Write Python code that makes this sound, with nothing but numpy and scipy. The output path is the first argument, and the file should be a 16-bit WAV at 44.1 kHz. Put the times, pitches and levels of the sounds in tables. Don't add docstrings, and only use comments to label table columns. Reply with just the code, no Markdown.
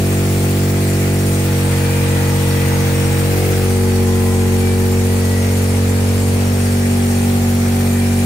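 import sys
import numpy as np
from scipy import signal
from scipy.fft import rfft, irfft
from scipy.io import wavfile
from scipy.ndimage import uniform_filter1d

SR = 44100
rng = np.random.default_rng(int(sys.argv[2]) if len(sys.argv) > 2 else 0)


def generate_wav(sig):
    pcm = np.round(np.clip(np.atleast_2d(sig).T, -1, 1) * 32767).astype(np.int16)
    wavfile.write(sys.argv[1], SR, pcm)


N = 363825
TIME = np.arange(N) / SR
FIRING_HZ = 47
CONTROL_STEP = 64
FFT_SIZE, HOP = 1024, 256


def amp(db):
    return 10 ** (np.asarray(db) / 20)


def evened(x):
    return x / np.sqrt(np.mean(abs(x) ** 2) + 1e-20)


def read(points, hz):
    f, value = np.transpose(points)
    return np.interp(np.log(hz + 1), np.log(f + 1), value)


def drift(*parts):
    count = len(TIME[::CONTROL_STEP])
    f = np.fft.fftfreq(count, CONTROL_STEP / SR)
    spectrum = np.zeros(count, complex)
    for size, hz in parts:
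        chance = rng.standard_normal(count) + 1j * rng.standard_normal(count)
        spectrum += size * evened(chance * np.exp(-(f / hz) ** 2))
    return np.fft.ifft(spectrum, norm="ortho")


def fine(slow):
    return np.interp(TIME, TIME[::CONTROL_STEP], slow)


def wander(*parts):
    return fine(drift(*parts))


# (time [s], place [0 seats, 1 bay, 2 turning, 3 wheel, 4 dash, 5 leaning back])
LISTENER_PLACE = [(0, 0), (1.2, 0), (1.8, 1), (3.2, 1), (3.38, 2), (3.52, 2), (3.75, 3), (4.9, 3), (5.4, 4),
                  (6.3, 4), (7, 5)]
WHERE = np.interp(TIME, *np.transpose(LISTENER_PLACE))


def by_place(values, step=1):
    return np.interp(WHERE[::step], range(len(values)), values)


ECHO_PATHS = [
    [(0.61, 0.25), (2.09, 0.42), (3.18, -0.12), (5.82, -0.34), (6.6, -0.7)],
    [(2.16, 0.71), (4.9, 0.4), (5.62, -0.59), (6.3, -0.89), (6.76, -0.77)],
    [(0.85, 0.59), (2.37, 0.43), (5.77, -0.28), (6.5, -0.5), (6.97, -0.53)],
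    [(0.76, 0.71), (2.16, -0.51), (3.11, -0.53), (3.73, 0.56), (4.74, -1.07)],
    [(0.98, -1), (2.17, -0.25), (3.77, 0.54), (4.96, 0.26), (6.33, 0.67)],
    [(1.68, -0.68), (2.1, -0.56), (3.86, 0.78), (4.9, -0.59), (5.65, 1)],
]
SOUND_M_PER_S = 343


def reflections():
    path_m, strength = np.transpose(ECHO_PATHS)[..., None]
    cycles = ORDER * FIRING_HZ * path_m / SOUND_M_PER_S
    return 1 + (strength * np.exp(-2j * np.pi * cycles)).sum(axis=0)


# (frequency [Hz], left-right correlation [-1 to 1])
STEREO_LIKENESS = [(60, 0.99), (120, 0.88), (240, 1), (480, 0.35), (950, 0.0026), (1890, -0.084),
                   (3770, -0.059), (7520, -0.061), (15000, 0.55)]


def noise(colour, patchy_db, echoed=0.):
    frames, hz = N // HOP + 5, np.fft.rfftfreq(FFT_SIZE, 1 / SR)
    a, b, c, d, patches = rng.standard_normal((frames, len(hz), 5)).T
    patches = uniform_filter1d(patches, size=10, axis=0)
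    patches = evened(uniform_filter1d(patches, size=8, axis=1))
    same = np.clip(read(STEREO_LIKENESS, hz), -1, 1)[:, None]
    left, other = a + 1j * b, c + 1j * d
    z = np.array([left, same * left + np.sqrt(1 - same ** 2) * other])
    z *= amp(read(colour, hz)[:, None] + patchy_db * patches)
    if echoed:
        gain = abs(reflections())
        gain_db = [np.interp(hz, ORDER * FIRING_HZ, 20 * np.log10(evened(row))) for row in gain]
        moving = np.array([by_place(row, step=HOP) for row in np.transpose(gain_db)])
        z *= amp(echoed * np.pad(moving, ((0, 0), (0, frames - moving.shape[1])), "edge"))
    return evened(signal.istft(z, nperseg=FFT_SIZE, noverlap=FFT_SIZE - HOP)[1][:, :N])


# (frequency [Hz], relative level [dB])
HISS_COLOUR = [(2000, -11), (3200, -10.5), (5000, -3.5), (8000, -3), (10000, -3.5), (11000, -13),
               (13000, -14), (16000, -43)]


def hiss(hiss_db, firing, group):
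    return amp(hiss_db) * noise(HISS_COLOUR, 1.96) * (1 + 0.011 * firing + 0.039 * group)


# (frequency [Hz], relative level [dB])
TOP_COLOUR = [(8000, -38), (10500, -22), (12000, -12), (13000, 0), (16000, 5)]


def top_treble(top_db, firing, group):
    throb = 1 + .08 * firing + .15 * group + wander((.15, 5.)).real
    return amp(top_db) * noise(TOP_COLOUR, 3.) * throb


# (frequency [Hz], width [Hz], relative level [dB])
METAL_PARTS = [(4460, 180, -5), (5574, 97, -3.5), (6500, 27, -5), (7215, 75, -1.5), (8620, 330, 3.5),
               (10400, 170, -0.5), (11320, 340, -5), (12000, 170, -2), (14000, 85, -12), (14440, 200, -4)]


def rattle(throb):
    t, out = np.arange(1024) / SR, np.zeros((2, N))
    struck = rng.random((2, N)) < 9000 * throb / SR
    knocks = rng.standard_normal((2, N)) * struck
    part = rng.integers(0, len(METAL_PARTS), (2, N))
    for k, (hz, width, db) in enumerate(METAL_PARTS):
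        decay = np.exp(-np.pi * width * t)
        ring = amp(db) * np.sqrt(width) * decay * np.sin(2 * np.pi * hz * t)
        shaken = knocks * (part == k) * abs(1 + 0.38 * wander((1, 5.)))
        out += signal.oaconvolve(shaken, ring[None], axes=1)[:, :N]
    return evened(out + 0.73 * out[::-1]) * amp([[.5], [-.5]])


# (frequency [Hz], relative level [dB])
RUMBLE_COLOUR = [(30, -14), (60, -18), (120, -3), (250, -1), (330, -7.5), (450, -1), (600, -9), (900, -33)]
RUMBLE_DB = -34.5


def rumble():
    return amp(RUMBLE_DB) * noise(RUMBLE_COLOUR, 2.2, .8)


# (frequency [Hz], relative level [dB])
CLATTER_COLOUR = [(700, -43), (1100, -5), (1600, -4), (2000, -3.5), (2400, -4), (3000, -9), (4000, -11.5),
                  (6000, -22)]


def ticking(turn):
    firings = np.diff(np.floor(turn / (2 * np.pi)), prepend=0)
    knocks = firings * amp(1.2 * rng.standard_normal(N))
    size, out = 4096, np.zeros((2, N))
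    t, hz = np.arange(size) / SR, np.fft.rfftfreq(size, 1 / SR)
    for k in range(3):
        coloured = irfft(rfft(rng.standard_normal((2, size))) * amp(read(CLATTER_COLOUR, hz)))
        echoes = coloured * amp(-60 * t / .055)
        fade = np.cos(2 * np.pi * (.5 * TIME + k / 3))
        out += signal.oaconvolve((knocks * fade)[None], echoes, axes=1)[:, :N]
    return evened(out)


def clatter(clatter_db, turn, firing, group):
    wash = noise(CLATTER_COLOUR, 1.4) * (1 + 0.0093 * firing + 0.022 * group)
    return amp(clatter_db) * wash + amp(clatter_db - 6.5) * ticking(turn)


# (frequency [Hz], relative level [dB])
ROAR_COLOUR = [(300, 0), (550, -3), (800, 3.5), (1000, -3), (1300, -6.5), (1800, -25.5)]


def roar(roar_db, firing):
    return amp(roar_db) * noise(ROAR_COLOUR, 1.4, 0.44) * (1 + 0.054 * firing)


# (start [s], length [s], multiple of the firing, rms level before waver and stereo balance [dB])
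PASSING_WHINES = [(.3, 0.66, 48, -47), (.7, 4.3, 42, -47), (1.68, 0.56, 50, -42), (1.8, 1.6, 52, -47),
                  (1.95, 1.0, 42, -46), (2.5, 1.5, 46, -46), (3.6, 1.5, 17, -40.5), (3.9, 0.84, 22, -41),
                  (4.55, .4, 50, -41), (4.98, .75, 42, -40.5), (5.3, .65, 46, -48), (6.5, 1.7, 42, -50),
                  (6.8, 1.8, 16, -45), (6.8, .7, 17, -42), (7.1, 1.1, 21, -59), (7.55, 1., 50, -45.5),
                  (7.7, .9, 49, -55)]
WHINE_RISE_S, WHINE_FALL_S = 0.13, 0.31


def whine(turn):
    out = np.zeros((2, N))
    waver = np.array([1 + wander((.5, 4.), (.45, 25.)) for _ in range(4)]).reshape(2, 2, N)
    for row, (start, length, order, db) in enumerate(PASSING_WHINES):
        end = start + length
        on = slice(round(start * SR), min(round(end * SR), N))
        rise, fall = (TIME[on] - start) / WHINE_RISE_S, (end - TIME[on]) / WHINE_FALL_S
        fade = np.clip(np.minimum(rise, fall), 0, 1)
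        tone = np.sqrt(2) * np.exp(1j * round(order) * turn[on])
        out[:, on] += (amp(db) * fade * waver[row % 2, :, on] * tone).real
    return out


# (multiple of the firing, rms level before waver [dB])
THIRD_LINES = [(7 / 3, -36.5), (19 / 3, -47)]


def thirds(turn):
    out = np.zeros(N)
    for k, db in THIRD_LINES:
        out += amp(db) * np.sqrt(2) * ((1 + wander((.3, 1.5))) * np.exp(1j * k * turn)).real
    return out


# (multiple of the firing, relative level [dB])
EXHAUST_OVERTONES = [(1, -19), (2, -1.5), (3, -8), (4, -11), (5, -4.5), (6, -19), (7, -14.5), (8, -13),
                     (9, -17.5), (10, -13), (11, -19), (12, -25), (13, -31), (14, -23.5), (15, -30.5),
                     (16, -25), (17, -38.5), (18, -28.5), (19, -37.5), (20, -32), (21, -33.1), (22, -33.5)]
ORDER = np.round(np.transpose(EXHAUST_OVERTONES)[0])
PULSE_ARRIVAL = .81, .79, .77, .38, .9, .39
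SMEAR = .24


def heard_overtones():
    smear = np.exp(-1j * np.pi * SMEAR * (ORDER - 2) ** 2)
    heard = amp(np.transpose(EXHAUST_OVERTONES)[1]) * smear * reflections()
    heard *= np.exp(-2j * np.pi * np.outer(PULSE_ARRIVAL, ORDER))
    return heard / np.linalg.norm(heard, axis=1, keepdims=True)


# (frequency [Hz], level relative to WIDTH_DB [dB])
HUM_WIDTH = [(47, -26), (94, -9), (140, -8), (190, -1), (240, -6), (440, -4.5), (660, -13), (1100, -27)]
WIDTH_DB = -36


def hum(turn, hum_db):
    mid, side = np.zeros((2, N))
    for k, share in zip(ORDER, heard_overtones().T):
        tone = np.sqrt(2) * np.exp(1j * k * turn)
        lag = np.exp(1j * by_place(np.unwrap(np.angle(share)), step=CONTROL_STEP))
        level = amp(by_place(20 * np.log10(abs(share)), step=CONTROL_STEP))
        uneven = 1 + np.sqrt(k) * drift((.022, 9.), (.012, 1.2), (.012, 30.))
        mid += (fine(level * lag * uneven) * tone).imag
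        side_level = amp(WIDTH_DB + read(HUM_WIDTH, k * FIRING_HZ))
        side_waver = 1j + drift((.6, .7), (.15, 9.))
        side += side_level * (fine(lag * side_waver) * tone).imag
    mid = amp(hum_db) * mid + thirds(turn)
    return np.array([mid + side, mid - side])


# (time [s], firing rate [firings per s])
ENGINE_SPEED = [(0.0, 47.04), (0.78, 47.37), (1.73, 46.83), (2.3, 46.86), (2.58, 46.63), (3.51, 47.0),
                (3.91, 46.76), (4.08, 46.42), (4.45, 46.3), (4.91, 46.64), (5.33, 46.39), (5.82, 46.43),
                (6.0, 46.75), (6.24, 46.72), (6.55, 47.22), (6.92, 47.43), (7.68, 47.04), (8.24, 47.28)]


def engine_turn():
    firings = np.interp(TIME, *np.transpose(ENGINE_SPEED))
    return 2 * np.pi * np.cumsum(firings) / SR


# (hum [dB], roar [dB], clatter [dB], hiss [dB], top treble [dB])
PLACE_LEVELS = [(-14.5, -35, -31, -32, -33), (-14.5, -30.5, -28.5, -31.5, -34),
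                (-14.5, -32, -29, -31.5, -31), (-13.5, -33.5, -32, -32.5, -39),
                (-14, -33.5, -31.5, -32, -44), (-14, -33.5, -31.5, -32, -38)]


def scene():
    hum_db, roar_db, clatter_db, hiss_db, top_db = map(by_place, np.transpose(PLACE_LEVELS))
    turn = engine_turn()
    firing, group = np.cos(turn), np.cos(turn / 3)
    out = hiss(hiss_db, firing, group) + top_treble(top_db, firing, group)
    out += amp(hiss_db - 3.0) * rattle(1 + 0.26 * group)
    out += rumble() + roar(roar_db, firing)
    left_louder = amp([[.8], [-.8]])
    out += left_louder * (clatter(clatter_db, turn, firing, group) + whine(turn))
    return out + hum(turn, hum_db)


def record(dry):
    edge_hz = 15735
    lowpass = signal.firwin(2047, edge_hz, window=("kaiser", 9), fs=SR)
    return signal.oaconvolve(dry, lowpass[None], "same")


dry = scene()
out = record(dry)
generate_wav(out)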